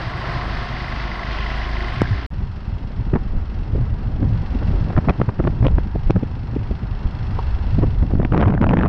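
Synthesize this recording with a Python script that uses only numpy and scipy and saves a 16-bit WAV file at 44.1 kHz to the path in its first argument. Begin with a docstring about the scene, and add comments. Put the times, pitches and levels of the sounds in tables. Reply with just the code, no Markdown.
"""A small single-cylinder motorcycle heard from the saddle: firing-timed noise, casing pings and exhaust tones.
Two stretches with a short silence between: close clatter on gravel, then a faint engine on a faster road.
A knock through the frame (sagging swing, tick, thuds, clinks) ends the gravel; a light modal tap falls on the road.
Wind rumbles on the microphone port as lumpy coloured noise; short noise swells slap it, crowding together at
the end, where fine crackle joins."""
import sys
import numpy as np
from scipy import signal
from scipy.fft import rfft, irfft
from scipy.io import wavfile
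from scipy.ndimage import uniform_filter1d

SR = 44100
rng = np.random.default_rng(int(sys.argv[2]) if len(sys.argv) > 2 else 0)


def output_pcm(signal):
    """Save a mono or channel-first signal as 16-bit PCM at the path in sys.argv[1].

    Samples are clipped to [-1, 1] before scaling.
    """
    pcm = np.clip(np.atleast_2d(signal).T, -1, 1) * 32767
    wavfile.write(sys.argv[1], SR, np.round(pcm).astype(np.int16))


N = 391608
TIME_S = np.arange(N) / SR

# gap between the stretches: start_s, end_s
SILENCE_S = (2.2642, 2.3034)
ON_GRAVEL = TIME_S < SILENCE_S[1]

# firing rate: time_s, firings_per_s
GRAVEL_FIRING = [(0.0, 24.75), (0.5, 25.62), (1.2, 25.7), (1.6, 26.4), (2.0, 25.89), (2.3, 32)]
ROAD_FIRING = [(2.3, 22.58), (3.1, 22.25), (4.0, 22.82), (4.7, 23.72), (5.3, 24.05), (5.9, 24.98),
               (6.9, 25.15), (7.5, 25.08), (8.88, 25.2)]
GRAVEL_LAG_CYCLES, ROAD_LAG_CYCLES = 0.368, 0.85   # before the first firing
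# engine clatter, one list per stretch: time_s, level_db, beat_db
CLATTER_LEVELS = [
    [(0.0, -28, -10), (0.36, -26, -18.5), (0.8, -29, -6.5), (1.5, -28.5, -4), (1.9, -29, -4),
     (2.05, -31.5, 1), (2.26, -34, 0.5)],
    [(2.31, -45, 4), (3.1, -44.5, 0.5), (4.2, -44, -0.5), (4.55, -40, 3), (4.85, -40, -1.5), (5.3, -44, -3),
     (6.4, -44.5, 2), (6.9, -42.5, -0.5), (7.47, -39, -0.5), (8.0, -43.5, 1.5), (8.7, -53.5, -9)],
]
# casing ping strength: time_s, strike_db
STRIKE_LEVELS = [(0, -8), (.68, -10), (.72, -2.5), (1.25, -1), (1.35, -5), (1.45, -1), (1.9, -2), (2.0, -7),
                 (2.26, -4), (2.31, -7), (4.2, -5), (4.55, -2), (5.3, -6), (6.4, 0), (6.9, 2), (8.0, 2.5),
                 (8.7, -9)]
# clatter spectrum: freq_hz, level_db_per_hz
GRAVEL_SPECTRUM = [(100, -31), (170, 5), (238, -2.5), (282, -3.5), (344, -1.5), (481, -8.5), (706, -2),
                   (875, -5), (1050, -2), (1190, -5.5), (1820, -4), (2000, -9), (2370, -11.5), (5090, -19),
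                   (6600, -39), (8580, -91), (14500, -120)]
ROAD_SPECTRUM = [(240, -36.5), (400, 4.5), (471, -11), (512, -5), (702, -3), (754, 2), (931, -3),
                 (1400, -4), (2090, -10.5), (2410, -17.5), (2640, -16), (3500, -21.5), (4380, -23),
                 (5410, -25.5), (6600, -43), (8580, -50), (14500, -120)]
# casing and pipe resonances: centre_hz, width_hz, lift_db, ping_db
GRAVEL_RINGS = [(705, 170, 4, 0), (1070, 130, 5, 0), (1330, 80, 3, -12), (2020, 120, 2.5, 12),
                (4530, 60, 3, -18)]
ROAD_RINGS = [(947, 90, 5, -10), (2680, 230, 4, 0), (3310, 180, 3, -3), (4280, 200, 3, -6),
              (5300, 150, 2, -15)]


def engine():
    """Clatter and air hiss in both stretches; exhaust tones and rattle on gravel only."""
    gravel_count = cycles(GRAVEL_FIRING, GRAVEL_LAG_CYCLES) * ON_GRAVEL
    road_count = cycles(ROAD_FIRING, ROAD_LAG_CYCLES)
    level_db, beat_db = in_time(CLATTER_LEVELS[0] + CLATTER_LEVELS[1])
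    strike_db, = in_time(STRIKE_LEVELS)
    near = clatter(gravel_count, GRAVEL_SPECTRUM, GRAVEL_RINGS, beat_db, strike_db,
                   upper_hz=1600, puff_db=2, valve_db=-2)
    faint = clatter(road_count, ROAD_SPECTRUM, ROAD_RINGS, beat_db, strike_db,
                    upper_hz=2300, puff_db=5, valve_db=-7)
    mechanical = from_db(level_db) * (np.where(ON_GRAVEL, near, faint) + air_hiss())
    return mechanical + exhaust(gravel_count) + rattle()


def cycles(firing, lag_cycles):
    """Engine cycles, one firing each, counted from the start of a stretch."""
    firings_per_s, = in_time(firing)
    started = np.arange(N) >= firing[0][0] * SR
    return np.cumsum(firings_per_s * started) / SR - lag_cycles


def clatter(count, spectrum, rings, beat_db, strike_db, upper_hz, puff_db, valve_db):
    """Patchy tyre and chain noise; its upper band swells at each firing and half a cycle later, plus casing pings."""
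    cycle = np.floor(count).astype(int) + 1
    strength = from_db(1.2 * rng.standard_normal((300, 2)))[cycle]
    puff = from_db(puff_db) * strength[:, 0] * np.exp(-(count % 1) / .2)
    valve = from_db(valve_db) * strength[:, 1] * np.exp(-((count + .5) % 1) / .2)
    beat = from_db(beat_db) * uniform_filter1d(puff + valve, size=260)

    low_pass = signal.butter(4, upper_hz, "low", fs=SR, output="sos")
    high_pass = signal.butter(4, upper_hz, "high", fs=SR, output="sos")
    lower = signal.sosfilt(low_pass, coloured(spectrum, rings))
    upper = signal.sosfilt(high_pass, coloured(spectrum, rings))
    sound = lower * lumps(9.8, depth_db=0.5) + upper * (lumps(9, depth_db=1.2) + beat)

    fired = (np.diff(cycle, prepend=cycle[0]) > 0) * from_db(strike_db)
    for hz, width_hz, _, ping_db in rings:
        sound += casing_ping(fired, cycle, hz, width_hz, ping_db)
    return rms_one(sound)


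def casing_ping(fired, cycle, hz, width_hz, ping_db):
    """One resonance struck at every firing, with a random strength per cycle."""
    blows = fired * from_db(ping_db + 1.6 * rng.standard_normal(300))[cycle]
    radius, angle = np.exp(-np.pi * width_hz / SR), 2 * np.pi * hz / SR
    poles = [1, -2 * radius * np.cos(angle), radius ** 2]
    ping = signal.lfilter([0, np.sin(angle)], poles, blows + 1e-18)
    for _ in range(2):   # the ring builds up over a few periods
        ping = signal.lfilter(*signal.iirpeak(hz, hz / 450, SR), ping)
    return ping


# exhaust beat: time_s, crank_tone_db, third_to_sixth_lift_db
EXHAUST_LEVELS = [(0, -36, 7), (.5, -27.5, 3), (1.2, -29.5, -1), (1.42, -24.5, -4), (1.95, -24.5, -7),
                  (2.26, -26, -6)]
# exhaust tones: multiple_of_firing_rate, level_re_crank_tone_db
EXHAUST_ORDERS = [(1, -8), (2, 0), (3, -12), (4, -16), (5, -10), (6, -22), (9, -18), (10, -22), (13, -24),
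                  (14, -21)]
EXHAUST_LAG_CYCLES = 0.45   # firing to exhaust pulse


def exhaust(count):
    """Wavering harmonics of the firing rate, locked to the engine cycle; gravel only."""
    crank_db, lift_db = in_time(EXHAUST_LEVELS)
    tones = np.zeros(N)
    for order, db in EXHAUST_ORDERS:
        gain = from_db(db + lift_db * (3 <= order <= 6))
        tone = -np.cos(2 * np.pi * order * (count - EXHAUST_LAG_CYCLES))
        tones += gain * tone * lumps(5, depth_db=.9 * np.sqrt(order) + .5)
    return np.sqrt(2) * from_db(crank_db) * tones * ON_GRAVEL


# loose parts: time_s, level_db
RATTLE_LEVELS = [(0, -57), (.6, -51), (1.15, -53), (1.42, -39), (1.7, -49), (2.0, -44), (2.05, -57),
                 (2.26, -51)]
# rattle spectrum: freq_hz, level_db_per_hz
RATTLE_SPECTRUM = [(1900, -27), (2400, 4.5), (3100, 10), (3600, -5), (4400, -25), (6000, -88)]


def rattle():
    """Loose parts on gravel as fast-fluctuating band noise."""
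    level_db, = in_time(RATTLE_LEVELS)
    return from_db(level_db) * coloured(RATTLE_SPECTRUM) * lumps(60, depth_db=3.5) * ON_GRAVEL


# thin hiss spectrum: freq_hz, level_db_per_hz
AIR_SPECTRUM = [(6000, -9.5), (7500, 0.5), (9500, -3.5), (11500, -14), (13000, -30), (15000, -70)]
AIR_RE_CLATTER_DB = -44


def air_hiss():
    """Thin high noise above the clatter, scaled relative to it."""
    return from_db(AIR_RE_CLATTER_DB) * coloured(AIR_SPECTRUM) * lumps(25, depth_db=2.5)


# frame knock, before the squash: time_s, level_db
KNOCK = (2.0183, -1.5)
# sagging swing: start_hz, end_hz, sag_s, t60_s
KNOCK_SWING = (434, 87, 0.00193, 0.02)
# tick modes: pitch_hz, level_db, t60_s
KNOCK_TICK_MODES = [(1100, -3, .004), (5000, -21, .005), (8500, -34, .003)]
# frame rocking before and after the knock: time_s, level_db
THUDS = [(2.0065, -7), (2.1055, -5)]
# thud mode: pitch_hz, level_db, t60_s
THUD_MODES = [(100, 0, .08)]
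# small metal parts shaken by the jolt: time_s, level_db, pitch_hz
CLINKS = [(2.007, -21, 1630), (2.007, -24, 2170), (2.028, -26, 1950), (2.041, -28, 1700),
          (2.055, -24, 1650), (2.071, -31, 2200), (2.129, -29, 1750)]
CLINK_T60_S = 0.028


def knock():
    """A tick, then a heavy swing whose pitch sags as it dies; soft thuds and small clinks around it."""
    knock_s, knock_db = KNOCK
    start_hz, end_hz, sag_s, t60_s = KNOCK_SWING
    t = np.maximum(TIME_S - knock_s, 0)
    turns = end_hz * t + (start_hz - end_hz) * sag_s * (1 - np.exp(-t / sag_s))
    swing = from_db(knock_db - 60 * t / t60_s) * np.sin(2 * np.pi * turns)
    tick = struck((knock_s - .0005, knock_db), KNOCK_TICK_MODES, contact_s=0.00015)
    thuds = sum(struck(blow, THUD_MODES, contact_s=0.0063) for blow in THUDS)
    clinks = sum(struck((s, db), [(hz, 0, CLINK_T60_S)], contact_s=.0015) for s, db, hz in CLINKS)
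    return swing - tick - thuds + clinks


# light tap on the road: time_s, level_db
TAP = (7.386, -18)
# tap modes: pitch_hz, level_db, t60_s
TAP_MODES = [(420, -1, 0.039), (780, 1.5, 0.031), (933, 2.5, 0.046), (1120, -2, 0.039), (1280, 0, 0.019)]


def tap():
    """One light blow ringing five decaying modes."""
    return struck(TAP, TAP_MODES, contact_s=0.0038)


def struck(blow, modes, contact_s):
    """Decaying modes set off by one blow; a longer contact softens the start."""
    blow_s, blow_db = blow
    t = np.maximum(TIME_S - blow_s, 0)
    rings = sum(from_db(blow_db + db - 60 * t / t60_s) * np.sin(2 * np.pi * hz * t)
                for hz, db, t60_s in modes)
    return rings * np.sin(np.pi / 2 * np.minimum(t / contact_s, 1)) ** 2


# eddies slapping the port: time_s, thump_db, rasp_db, snap_db, nominal_length_ms
SLAPS = [(3.1386, -5.5, -20, -34.5, 5.5), (3.154, -15, -23, -45, 4.6), (3.16, -12, -19, -37, 4.8),
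         (3.169, -16.5, -26.5, -55.5, 5.8), (3.735, -23.5, -43.5, -54, 5.9), (3.756, -18, -40, -48, 10),
         (3.785, -23, -39, -61, 15), (4.229, -13.5, -32, -43, 8.3), (4.243, -18, -39, -50, 7.4),
         (4.626, -21, -30, -51, 8.3), (4.905, -40, -23, -42, 7.3), (4.932, -23.5, -30, -48, 4.2),
         (4.966, -32, -17, -39, 3.1), (4.979, -7, -17, -34, 8.7), (4.988, -8, -19, -41, 3.1),
         (5.05, -25, -30, -46, 15), (5.079, -10, -31, -53, 4.7), (5.087, -27, -13, -42, 3.1),
         (5.096, -9.5, -17, -22.5, 11.6), (5.106, -10.5, -23, -28, 5), (5.202, -13.5, -25, -47, 4.7),
         (5.216, -6.5, -11.5, -31, 3.4), (5.292, -19.5, -21.5, -37, 9), (5.394, -14.5, -22, -37, 2.5),
         (5.402, -10.5, -23.5, -51, 7.4), (5.441, -12, -26, -36.5, 3.2), (5.451, -12.5, -28, -50, 6),
         (5.475, -10.5, -19.5, -33, 7.5), (5.628, -24, -23, -69, 4.2), (5.651, -13.5, -23, -35, 20),
         (5.668, -5, -17, -19, 3.2), (5.683, -40, -16.5, -27.5, 2.4), (5.784, -11.5, -19, -59, 4.5),
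         (5.958, -11.5, -35, -61, 5.2), (6.101, -8, -23, -50, 5.2), (6.107, -6.5, -10.5, -21, 3),
         (6.163, -9.5, -27.5, -55, 8.7), (6.232, -11, -38, -46, 6.2), (6.566, -13, -37, -43, 5.3),
         (6.712, -16.5, -42, -54, 4), (7.789, -10, -36, -60, 7.4), (7.824, -22, -30, -48, 11),
         (7.836, -10.5, -25.5, -54, 11.4), (8.028, -15.5, -27, -59, 7.4), (8.113, -19, -31, -60, 12.5),
         (8.137, -5, -39, -51, 1.7), (8.154, -7, -22, -57, 3.3), (8.201, -10, -29, -44, 9.1),
         (8.218, -17, -25, -44, 4), (8.231, -15.5, -27.5, -37, 4.4), (8.2495, -12, -19, -20, 2.1),
         (8.253, -11, -20, -30, 2.3), (8.3228, -14, -15, -24.5, 2.6), (8.327, -20, -23, -35, 2.5),
         (8.337, -10.5, -22, -32, 6.7), (8.347, -12, -11.5, -34, 4.5), (8.365, -10.5, -25, -43, 11),
         (8.378, -10, -9, -18, 1.9), (8.385, -17.5, -22, -42.5, 2.6), (8.399, -16, -24, -38, 15),
         (8.408, -23, -28, -28, 3.2), (8.414, -22, -16, -25.5, 3.2), (8.428, -23, -14.5, -32, 7.6),
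         (8.434, -16, -20, -33.5, 3.1), (8.439, -24, -14, -34, 3), (8.459, -17, -19, -35, 5.4),
         (8.474, -9, -19, -37, 3.7), (8.482, -17, -19, -31, 6), (8.489, -15, -21, -37, 3.6),
         (8.503, -11, -26, -39, 12), (8.524, -8, -19.5, -40, 3), (8.54, -10, -19.5, -34, 3.9),
         (8.55, -12, -26, -40.5, 6.1), (8.578, -26, -19, -38, 3.3), (8.615, -7, -20, -26, 5.7),
         (8.625, -11, -16, -41, 5), (8.631, -8.5, -13, -31, 1.6), (8.64, -15, -14, -28.5, 2.5),
         (8.643, -11.5, -10, -30, 2.4), (8.662, -25, -32, -45.5, 2.4), (8.668, -19, -15, -29, 3.4),
         (8.692, -12, -23, -19, 2.7), (8.702, -20, -21, -38, 4), (8.71, -10, -16.5, -33, 5),
         (8.719, -16, -19.5, -36, 4.1), (8.737, -22, -12.5, -31, 8.1), (8.753, -17, -33, -41, 3.3),
         (8.771, -8.5, -15, -26.5, 3), (8.783, -25, -26, -40, 2.3), (8.79, -6, -20, -25.5, 4.1),
         (8.798, -17, -19, -41, 4), (8.811, -22, -17, -33, 3.6), (8.816, -17, -22, -40, 2.6),
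         (8.827, -31, -23, -31, 2.9), (8.834, -25, -13, -33, 2.5), (8.843, -18, -19, -38, 3.5),
         (8.851, -11, -17, -42, 4.7), (8.86, -14, -16, -34, 5.7), (8.866, -25, -27, -41, 2.1),
         (8.871, -29, -27, -44, 4.5)]
# slap layer spectra: freq_hz, level_db_per_hz
THUMP_SPECTRUM = [(60, 5), (120, 6.5), (250, 3), (450, -8), (800, -20), (1500, -73.5)]
RASP_SPECTRUM = [(250, -22.5), (500, 2.5), (1000, -2), (1800, -12), (2600, -27), (4000, -59.5)]
SNAP_SPECTRUM = [(1000, -5), (1700, 10), (2500, 11), (3400, 0.5), (4500, -11.5), (6000, -17.5), (7500, -42),
                 (10000, -65)]


def slaps():
    """Each eddy is a short swell of thumping noise with a ragged rasp and a sharp snap at its core."""
    rows = np.array(SLAPS)
    length_shares = np.array([.9, .5, .3])   # brighter layers are briefer
    thump_gain, rasp_gain, snap_gain = swells(rows[:, 0], rows[:, 1:4], rows[:, 4:] * length_shares)
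    thump = thump_gain * steady(coloured(THUMP_SPECTRUM), size=350)
    rasp = rasp_gain * steady(coloured(RASP_SPECTRUM), size=130) * lumps(260, depth_db=1.5)
    snap = snap_gain * steady(coloured(SNAP_SPECTRUM), size=60)
    return thump + rasp + snap


# wind between buffets: time_s, rumble_db, flutter_db, whip_db
WIND_LEVELS = [(0, -38, -28, -40), (.6, -31, -33.5, -52), (1.3, -31.5, -36, -52), (1.95, -32, -39, -51),
               (2.3, -25.5, -33, -42), (2.9, -30, -32, -37), (3.2, -21, -31.5, -34),
               (3.65, -29, -42.5, -37), (4.3, -27, -33, -35), (4.85, -19, -22.5, -27.5),
               (5.2, -31.5, -36.5, -37.5), (5.7, -24.5, -32.5, -35.5), (6.3, -27.5, -26, -34.5),
               (7.15, -28.5, -30.5, -38), (7.6, -15.5, -30.5, -35.5), (8.0, -16, -24, -34.5),
               (8.3, -20, -19, -28), (8.43, -17, -16, -19.5), (8.57, -22, -18, -28), (8.66, -20, -16, -24),
               (8.7, -19, -15, -19), (8.88, -22, -20, -19)]
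# soft low pushes of air on the port: time_s, rumble_db, flutter_db, length_ms
BUFFETS = [(2.0, -26, -26, 83), (2.125, -21, -23, 20), (2.34, -28, -17.5, 13), (2.42, -28, -22.5, 32),
           (2.6, -37, -36, 31), (2.8, -31, -35, 120), (3.031, -20.5, -28, 60), (3.161, -21, -17, 8.2),
           (3.37, -22, -20, 31), (3.59, -22, -28.5, 41), (3.784, -17.5, -17, 77), (3.927, -21, -19, 33),
           (4.239, -25, -18, 168), (4.71, -18.5, -18.5, 55), (4.97, -7, -29, 16), (5.089, -19.5, -28, 20),
           (5.207, -29, -18.5, 39), (5.292, -19, -9, 8.3), (5.401, -13.5, -28, 15), (5.51, -23, -16.5, 56),
           (5.63, -30, -14.5, 40), (5.76, -11, -18.5, 66), (5.95, -29, -22, 13), (6.09, -17, -36, 55),
           (6.168, -24, -10.5, 14), (6.57, -41, -25, 55), (6.718, -18, -26, 30), (6.92, -21, -33, 44),
           (7.06, -13, -22, 16), (7.141, -27, -21.5, 7.1), (7.31, -30.5, -25.5, 86),
           (7.8, -31.5, -23.5, 96), (8.02, -32, -24, 45)]
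# eddy spectra, large to small: freq_hz, level_db_per_hz
RUMBLE_SPECTRUM = [(8, 0.5), (16, 12.5), (30, 12.5), (50, 13), (75, 10.5), (110, -0.5), (200, -69.5)]
FLUTTER_SPECTRUM = [(50, -4.5), (75, 0.5), (110, 4.5), (160, -4.5), (220, -22), (400, -65)]
WHIP_SPECTRUM = [(120, -21), (180, 5.5), (260, -3), (400, -11.5), (700, -19), (1200, -34.5), (2500, -66)]
BUFFET_WHIP_RE_FLUTTER_DB = -16


def wind():
    """Lumpy low noise of air tumbling over the port in three eddy sizes, all pushed by buffets."""
    rumble_gain, flutter_gain, whip_gain = from_db(in_time(WIND_LEVELS))
    rows = np.array(BUFFETS)
    rumble_push, flutter_push = swells(rows[:, 0], rows[:, 1:3], rows[:, [3, 3]])
    whip_push = from_db(BUFFET_WHIP_RE_FLUTTER_DB) * flutter_push
    rumble = (rumble_gain * lumps(7.9, depth_db=1.0) + rumble_push) * coloured(RUMBLE_SPECTRUM)
    flutter = (flutter_gain + flutter_push) * coloured(FLUTTER_SPECTRUM) * lumps(27, depth_db=3.5)
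    whip = (whip_gain + whip_push) * coloured(WHIP_SPECTRUM) * lumps(34, depth_db=3.0)
    return rumble + flutter + whip


CRACKLE_PER_S, CRACKLE_FROM_S = 420, 8.325   # rate before clumping; onset
CRACKLE_SPREAD_DB, CRACKLE_RE_WHIP_DB, CRACKLE_SNAP_DB = 3.5, -16, -18   # snap: bright edge


def crackle():
    """Fine grains torn loose in clumps by strong whipping; level follows the whip."""
    chance = CRACKLE_PER_S * lumps(25, depth_db=4.0) / SR
    size_db = CRACKLE_SPREAD_DB * np.minimum(rng.exponential(1, N), 4)
    grains = (rng.random(N) < chance) * from_db(size_db) * (TIME_S > CRACKLE_FROM_S)
    # each grain lasts a millisecond or two
    gate = np.convolve(grains, np.hanning(110), "same") * np.sqrt(SR / CRACKLE_PER_S / 90)
    noise = coloured(RASP_SPECTRUM) + from_db(CRACKLE_SNAP_DB) * coloured(SNAP_SPECTRUM)
    whip_db = in_time(WIND_LEVELS)[2]
    return from_db(whip_db + CRACKLE_RE_WHIP_DB) * gate * noise


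def swells(times_s, levels_db, lengths_ms):
    """Bell-shaped gains: one input row per event, one output row per layer; length is peak to 1/e."""
    gains = np.zeros((np.shape(levels_db)[1], N))
    for s, db, ms in zip(times_s, levels_db, lengths_ms):
        near = slice(int((s - .25) * SR), int((s + .25) * SR))
        offset_ms = 1000 * (TIME_S[near] - s)
        gains[:, near] += from_db(db)[:, None] * np.exp(-(offset_ms / ms[:, None]) ** 2)
    return gains


def steady(x, size):
    """Noise with its chance swells evened out over `size` samples."""
    return x / np.sqrt(uniform_filter1d(x ** 2, size=size) + .05)


def coloured(spectrum, rings=()):
    """Noise with the given spectrum and resonant lifts; rms 1."""
    hz = np.maximum(np.fft.rfftfreq(N, 1 / SR), 1)
    points = np.array(spectrum)
    level_db = np.interp(np.log(hz), np.log(points[:, 0]), points[:, 1], left=-90)
    for centre_hz, width_hz, lift_db, *_ in rings:
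        level_db += lift_db / (1 + (2 * (hz - centre_hz) / width_hz) ** 2)
    return rms_one(irfft(rfft(rng.standard_normal(N)) * from_db(level_db), N))


def lumps(rate_hz, depth_db):
    """Random gain that swells and sinks about `rate_hz` times a second; rms 1."""
    step = 40   # samples per control point
    pole = np.exp(-2 * np.pi * rate_hz * step / SR)
    white = rng.standard_normal(N // step + 2002)
    slow = rms_one(signal.lfilter([1], [1, -2 * pole, pole ** 2], white)[2000:])   # drop the settling
    return rms_one(from_db(depth_db * np.interp(np.arange(N) / step, np.arange(len(slow)), slow)))


def in_time(rows):
    """Columns of a curve at every sample."""
    s, *columns = np.transpose(rows)
    return [np.interp(TIME_S, s, column) for column in columns]


def from_db(db):
    """Decibels to gain."""
    return 10 ** (np.asarray(db) / 20)


def rms_one(x):
    """Scale to unit rms."""
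    return x / np.sqrt(np.mean(x ** 2) + 1e-20)


PORT_CUT_HZ = 5900


def scene():
    """Gusts and the knock squash at the capsule, whose port dulls the gusts; engine and tap add unsquashed."""
    gusts = 0.84 * np.tanh((wind() + slaps() + crackle()) / 0.96)
    gusts = signal.sosfilt(signal.butter(8, PORT_CUT_HZ, fs=SR, output="sos"), gusts)
    squashed_knock = 0.85 * np.tanh(knock() / 0.64)
    return (engine() + squashed_knock + tap() + gusts)[None]


CUTOFF_HZ = 15600


def record(dry):
    """The sound stops dead between the stretches and swells back within a moment; the top is cut."""
    start_s, end_s = SILENCE_S
    back = np.clip(0.21 + (TIME_S - end_s) / 0.019, 0, 1) * (TIME_S > end_s)
    gated = dry * ((TIME_S < start_s) + back)
    return signal.sosfilt(signal.cheby2(12, 70, CUTOFF_HZ, fs=SR, output="sos"), gated)


dry = scene()
out = record(dry)
output_pcm(out)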